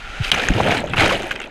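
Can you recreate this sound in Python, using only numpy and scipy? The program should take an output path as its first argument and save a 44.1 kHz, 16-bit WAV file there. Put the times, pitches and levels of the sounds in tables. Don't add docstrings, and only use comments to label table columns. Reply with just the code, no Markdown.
import sys
import numpy as np
from scipy import signal
from scipy.io import wavfile
from scipy.ndimage import uniform_filter1d

SR = 44100
rng = np.random.default_rng(int(sys.argv[2]) if len(sys.argv) > 2 else 0)


def store_pcm(level_fs):
    pcm = np.round(np.clip(level_fs, -1, 1) * 32767).astype(np.int16)
    wavfile.write(sys.argv[1], SR, np.atleast_2d(pcm).T)


def attenuation_scalar(level_db):
    decades = np.asarray(level_db, float) / 20
    return 10 ** decades


N = 66150
T = np.arange(N) / SR
PLUNGE_S = 0.316


def rms_one(x):
    return x / np.sqrt(np.mean(x ** 2) + 1e-20)


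def evened(x, seconds):
    return x / np.sqrt(uniform_filter1d(x ** 2, size=int(seconds * SR)) + 1e-20)


def in_time(rows):
    s, *columns = np.transpose(rows)
    return [np.interp(T, s, c) for c in columns]


def filtered(x, order, hz, kind="low"):
    return signal.sosfilt(signal.butter(order, hz, kind, fs=SR, output="sos"), x)


def drift(rate_hz):
    r = np.exp(-2 * np.pi * rate_hz / SR)
    return rms_one(signal.lfilter([1], [1, -2 * r, r * r], rng.standard_normal(N + SR))[SR:])


def clicks(rate_per_s, spread_db):
    sizes = attenuation_scalar(spread_db * np.minimum(rng.exponential(1, N), 4.0)) * rng.choice([-1, 1], N)
    return sizes * (rng.random(N) < rate_per_s / SR)


def ring(force, hz, t60_s):
    r, w = attenuation_scalar(-60 / (t60_s * SR)), 2 * np.pi * hz / SR
    return signal.lfilter([0, np.sin(w)], [1, -2 * r * np.cos(w), r * r], force + 1e-18)


def bubble_bank(born, pitches_hz, cycles, heights):
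    dealt = rng.integers(0, len(pitches_hz), N)
    out = 0
    for k, (hz, height) in enumerate(zip(pitches_hz, heights)):
        out = out + height * ring(born * (dealt == k), hz, cycles / hz)
    return out


def lifted(x, bands):
    for hz, width_hz, lift_db in bands:
        x = x + (attenuation_scalar(lift_db) - 1) * signal.lfilter(*signal.iirpeak(hz, hz / width_hz, SR), x)
    return rms_one(x)


def coloured(x, spectrum, patchy_db):
    # centre in Hz, width in Hz, lift in dB.
    shell = [(794, 150, 5), (1440, 550, 3.5), (2400, 410, 3.5), (3120, 610, 0.5), (6500, 730, 4.5)]
    edges_hz = 200 * 2 ** np.arange(0, 6.4, 1 / 3)
    hz, db = np.transpose(spectrum)
    together = drift(45)
    out = 0
    for k, (low, high) in enumerate(zip(edges_hz, edges_hz[1:])):
        band = filtered(x[k % 2], 2, [low, high], "band")
        level_db = np.interp(np.log(low * high) / 2, np.log(hz), db)
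        flicker_db = patchy_db * (0.19 * together + drift(37))
        out = out + band * attenuation_scalar(level_db + flicker_db)
    return lifted(out, shell)


def hall():
    # frequency in Hz, density in dB per Hz.
    hall_colour = [(200, -11), (700, -9.5), (1000, -12), (1400, -5), (3200, -6.5), (5000, -20),
                   (9000, -27.5), (15500, -58)]
    # centre in Hz, width in Hz, lift in dB.
    dry_shell = [(800, 70, 5), (1397, 100, 7.5), (2310, 190, 0.5)]
    start_db, rise_db_per_s = -36.5, 12.4
    top_hz, brightens_db_per_s = 2000, 17
    wash = lifted(coloured(rng.standard_normal((2, N)), hall_colour, patchy_db=0.0), dry_shell)
    body = filtered(wash, 1, top_hz)
    wash = body + (wash - body) * attenuation_scalar(brightens_db_per_s * (T - 0.12))
    return attenuation_scalar(start_db + rise_db_per_s * T) * (T < PLUNGE_S) * wash


def foam():
    # time in seconds, level in dB.
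    spray = [(0.212, -40.5), (0.244, -23), (0.3, -27), (0.32, -21.5), (0.46, -26), (0.52, -30), (0.64, -26),
             (0.73, -21.5), (0.80, -28.5), (0.825, -38), (0.955, -38), (0.972, -22), (1.0, -14.5),
             (1.085, -21.5), (1.145, -24), (1.17, -30.5), (1.29, -34.5), (1.5, -44.5)]
    # frequency in Hz, density in dB per Hz.
    foam_colour = [(300, -22), (700, -4.5), (1050, -9.5), (1500, -0.5), (3000, -3.5), (5200, -21.5),
                   (8500, -24), (15500, -39)]
    grains_per_s, grain_spread_db, hiss_share = 2500, 4.5, 0.54
    dull_below_db, dull_share, dull_hz = -33.5, 0.85, 4500
    air_cut_hz = 2080
    pings_per_s, ping_cycles, ping_db = 260, 34, -14
    level_db, = in_time(spray)

    rate_per_s = grains_per_s * attenuation_scalar(4.6 * drift(89))
    grains = []
    for _ in range(2):
        bursts = rms_one(clicks(rate_per_s, grain_spread_db))
        grains.append(bursts + hiss_share * rng.standard_normal(N))
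    fizz = evened(coloured(grains, foam_colour, patchy_db=2.0), seconds=0.055)

    top = filtered(fizz, 2, dull_hz, "high")
    body = filtered(fizz, 2, dull_hz)
    fizz = body - top * attenuation_scalar(dull_share * np.minimum(level_db - dull_below_db, 0))
    thin = filtered(fizz, 3, air_cut_hz, "high")

    pitches_hz = np.geomspace(1200, 11500, 24)
    born = clicks(pings_per_s, 3.2)
    pings = bubble_bank(born, pitches_hz, ping_cycles, (pitches_hz / 2500) ** -1.4)
    pings = evened(filtered(pings, 2, [900, 12000], "band"), seconds=0.11)
    return attenuation_scalar(level_db) * (np.where(T < PLUNGE_S, thin, fizz) + attenuation_scalar(ping_db) * pings)


def churn():
    # time in seconds, gurgle level in dB, turbulence level in dB.
    trapped_air = [(0, -53, -49.5), (.3, -38.5, -49), (.33, -32.5, -27.5), (.4, -27.5, -44.5),
                   (.48, -31, -32.5), (.58, -24, -29), (.68, -19, -22.5), (.76, -24, -31),
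                   (.82, -28.5, -31), (.92, -35.5, -36.5), (.97, -30, -27.5), (1.03, -19, -27),
                   (1.13, -24, -34.5), (1.25, -33, -43), (1.33, -36, -60), (1.5, -39, -64)]
    # time in seconds, level in dB.
    sway_curve = [(0.0, -42), (0.054, -34.5), (0.182, -38), (0.204, -25.5), (0.438, -41.5), (0.512, -26),
                  (0.58, -57), (1.018, -29), (1.5, -48)]
    gurgles_per_s, gurgle_cycles = 980, 10.2
    gurgle_db, buffet_db = in_time(trapped_air)
    sway_db, = in_time(sway_curve)

    pitches_hz = np.geomspace(230, 880, 18)
    born = clicks(gurgles_per_s * attenuation_scalar(3 * drift(30)), 2.23)
    rings = bubble_bank(born, pitches_hz, gurgle_cycles, (pitches_hz / 500) ** 1.12)
    gurgle = evened(filtered(rings, 4, 980), seconds=0.081)
    buffet = filtered(rng.standard_normal(N + SR), 2, [73, 217], "band")[SR:]
    sway = filtered(rng.standard_normal(N + SR), 2, [14.5, 42.6], "band")[SR:]
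    buffet = evened(buffet, seconds=0.029)
    sway = evened(sway, seconds=0.067)
    return attenuation_scalar(gurgle_db) * gurgle + attenuation_scalar(buffet_db) * buffet + attenuation_scalar(sway_db) * sway


def shoves():
    # time in seconds, level in dB, start in Hz, end in Hz, length in ms.
    shove_events = [
        (0.2000, -14, 170, 50, 29),
        (0.4975, -9, 52, 24, 36),
        (0.5030, -6, 170, 230, 7),
        (0.5100, -16, 230, 170, 14),
        (0.5480, -14, 110, 105, 40),
        (0.9800, -17, 115, 100, 30),
        (1.0280, -15, 150, 40, 22),
    ]
    out = np.zeros(N + 3000)
    for s, db, start_hz, end_hz, ms in shove_events:
        u = np.minimum(np.arange(3000) / SR * 1000 / ms, 1)
        turns = ms / 1000 * (start_hz * u + (end_hz - start_hz) * u ** 2 / 2)
        swell = np.abs(np.sin(np.pi * u ** 0.76))
        i = int(s * SR)
        out[i:i + 3000] -= attenuation_scalar(db) * swell * np.sin(2 * np.pi * turns)
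    return out[:N]


def slaps():
    # time in seconds, level in dB, centre of force in Hz, contact in ms.
    hits = [(0.2440, -25, 2200, 9.1), (0.317, -4.5, 4500, 5.7), (0.3210, -10.5, 3270, 5),
            (0.398, -13, 2580, 3.1), (0.4858, -4.5, 1750, 1.9), (0.708, -8, 1900, 1.8),
            (0.897, -25, 3200, 14), (0.9361, -5.5, 1840, 0.91), (0.9420, -12.5, 1310, 6),
            (1.0970, -11, 2320, 2.4), (1.11, -12.5, 1520, 2), (1.3090, -13, 3060, 1.1),
            (1.3120, -12.5, 1600, 2.7), (1.3181, -14, 2140, 7.9), (1.3560, -21, 1600, 3.9),
            (1.360, -16, 2350, 1.6), (1.4023, -16.5, 2230, 4), (1.416, -18.5, 2680, 6.3),
            (1.43, -23, 2900, 5.3), (1.4400, -23, 2680, 6.7), (1.458, -28.5, 2400, 5)]
    # frequency in Hz, level in dB, t60 in seconds.
    shell_modes = [(820, 5.5, .011), (1463, 0.5, 0.017), (2100, 0, 0.012), (2607, 0.5, 0.019),
                   (3160, -1.5, 0.016), (3730, -2, 0.0038), (4970, -16, 0.0035), (6500, -7, 0.0025),
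                   (8180, -10, 0.0066), (11300, -33, .003)]
    detune = 0.04
    t = np.arange(2000) / SR
    out = np.zeros(N + 2000)
    for s, db, centre_hz, ms in hits:
        rings = 0
        for hz, mode_db, t60_s in shell_modes:
            rattle = rng.standard_normal(2000) * np.exp(-t / (0.00074 * ms)) / np.sqrt(ms * 20.0)
            force = rattle + 0.27 * (t == 0)
            reach_db = mode_db - 10.0 * np.log2(hz / centre_hz) ** 2
            pitch_hz = hz * (1 + detune * rng.standard_normal())
            rings = rings + attenuation_scalar(reach_db) * ring(force, pitch_hz, t60_s)
        i = int(s * SR)
        out[i:i + 2000] += attenuation_scalar(db) * rings / np.abs(rings).max()
    return out[:N]


def bubbles():
    # time in seconds, level in dB, pitch in Hz, cycles (none for snaps).
    gulps = [(0.3130, -16.5, 160, 4.1), (0.3760, -15.5, 764, 6.8), (0.3930, -15.5, 516, 10.0),
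             (0.4370, -14.5, 710, 11), (0.5610, -15, 324, 9.2), (0.5996, -12.5, 204, 8.7),
             (0.6080, -16, 106, 13), (0.6560, -14, 565, 18.0), (0.6600, -13.5, 183, 10),
             (0.6809, -9.5, 684, 14), (0.7120, -14, 658, 14.0), (0.7186, -15, 936, 14.0),
             (0.7360, -12.5, 710, 10.0), (0.7999, -12, 234, 6.1), (0.9015, -17.5, 107, 4.6),
             (0.9276, -17.5, 137, 5.6), (0.9340, -14, 780, 6.2), (0.9960, -12, 690, 13),
             (1.0110, -8.5, 786, 20), (1.0180, -13.5, 312, 8.4), (1.0420, -11, 563, 10.0),
             (1.0620, -8, 517, 8.5), (1.0680, -11.5, 355, 8.0), (1.1975, -18, 355, 11),
             (1.2382, -19.5, 334, 15), (1.2600, -25, 750, 10.0), (1.3400, -25, 566, 10.0),
             (1.4400, -29, 290, 12.0)]
    pocket = [
        (0.3165, 2, 3020, 28),
        (0.3167, -0.5, 3760, 21),
        (0.3166, -11, 6100, 18),
        (0.3215, 0.5, 2850, 11),
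    ]
    pops = [(0.3480, -17.5, 6000, 39), (0.4863, -9, 6500, 28), (0.5380, -20, 5000, 14),
            (0.6000, -4.5, 758, 10.5), (0.6020, -7, 495, 8.9), (0.6045, 1, 1040, 3.9),
            (0.6880, -23.5, 8440, 27), (0.7720, -17.5, 4050, 28), (0.7780, -24, 8350, 28),
            (0.7970, -21, 3980, 25), (0.8040, -23.5, 7900, 20), (0.8400, -10, 587, 9),
            (0.8410, -32, 6230, 20), (0.8610, -31, 6650, 23), (0.8720, -24.5, 3150, 18),
            (0.8760, -23.5, 1330, 15), (0.8985, -30, 7600, 18), (1.0810, -16.5, 8850, 14),
            (1.1180, -13, 537.6, 37), (1.1300, -9.5, 560, 13), (1.1580, -24, 7600, 13),
            (1.2370, -18.5, 710, 8.7), (1.3120, -26, 7000, 14), (1.312, -10.5, 1570, 16),
            (1.3171, -24, 6240, 20), (1.3610, -21.5, 382, 6.3), (1.3920, -20, 2050, 14),
            (1.4015, -22.5, 6800, 14), (1.4730, -37.5, 6200, 18),
            (0.3604, -12, 2030, 18.0), (0.3760, -13, 2720, 14.0), (0.3971, -12, 3650, 17),
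              (0.4377, -12, 1800, 15), (0.5366, -14, 2871, 14.0), (0.7077, -13, 2270, 14.0),
              (0.7229, -8.5, 1693, 13.5), (0.7697, -11, 2230, 16.0), (0.7958, -16, 2124, 16.0),
              (0.9033, -22.5, 3280, 20.0), (0.9344, -12.5, 2610, 16.0), (0.9700, -10, 2727, 24.0),
              (0.9939, -12, 2070, 16.0), (1.0721, -12, 3072, 22.0), (1.1110, -12.5, 1090, 14),
              (1.1537, -11, 2870, 20), (1.4029, -22.5, 1464, 14.0)]
    snaps = [(0.8747, -34, 6339), (0.9636, -27, 9922), (1.1527, -29, 6132), (1.1735, -32, 9500),
             (1.1785, -34, 9500), (1.1825, -32, 8700), (1.2221, -26, 6063), (1.2226, -34, 7993),
             (1.2348, -33, 8682), (1.2697, -30, 9853), (1.2755, -34, 12500), (1.2852, -34, 8544),
             (1.2930, -32, 8500), (1.3174, -29, 11300), (1.3290, -39, 11800), (1.3559, -35, 8062),
             (1.3605, -28, 5030), (1.3860, -42, 8300), (1.4167, -33, 8268), (1.4221, -35, 8337),
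             (1.4295, -42, 9500), (1.4575, -44, 8300), (1.4634, -61, 10542)]
    snap_cycles, pitch_rise = 19, 0.029
    ringing_snaps = [(*snap, snap_cycles) for snap in snaps]
    out = np.zeros(N + 3000)
    for s, db, hz, cycles in gulps + pocket + pops + ringing_snaps:
        turns = np.arange(3000) / SR * hz
        height = attenuation_scalar(db - 30 * turns / cycles) * (1 - np.exp(-turns / 0.44))
        risen = turns * (1 + pitch_rise * np.tanh(turns / cycles))
        i = int(s * SR)
        out[i:i + 3000] += height * np.sin(2 * np.pi * risen)
    return out[:N]


def ticks():
    ticks_per_s, tick_cycles, start_db, fall_db_per_s = 60, 30.0, -55, 9.1
    born = clicks(ticks_per_s, 3.4) * (T > PLUNGE_S)
    rings = bubble_bank(born, np.geomspace(5800, 12500, 12), tick_cycles, np.ones(12))
    rings = evened(filtered(rings, 2, 5000, "high"), seconds=0.17)
    return attenuation_scalar(start_db - fall_db_per_s * T) * rings


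def scene():
    return (hall() + foam() + churn() + shoves() + slaps() + bubbles() + ticks())[None]


def low_pass(x):
    return signal.sosfilt(signal.butter(12, 15610, fs=SR, output="sos"), x)


def record(dry):
    duck_db, lead_s, cutoff_hz = -17, 0.011, 15600
    ducked = (T > PLUNGE_S - lead_s) & (T < PLUNGE_S)
    gain_db = uniform_filter1d(duck_db * ducked.astype(float), size=20)
    x = 1.5 * np.tanh(dry * attenuation_scalar(gain_db) / 1.5)
    x = np.clip(x, -0.97, 0.97)
    x = signal.sosfilt(signal.cheby2(10, 60, cutoff_hz, fs=SR, output="sos"), x)
    return low_pass(x)


dry = scene()
out = record(dry)
store_pcm(out)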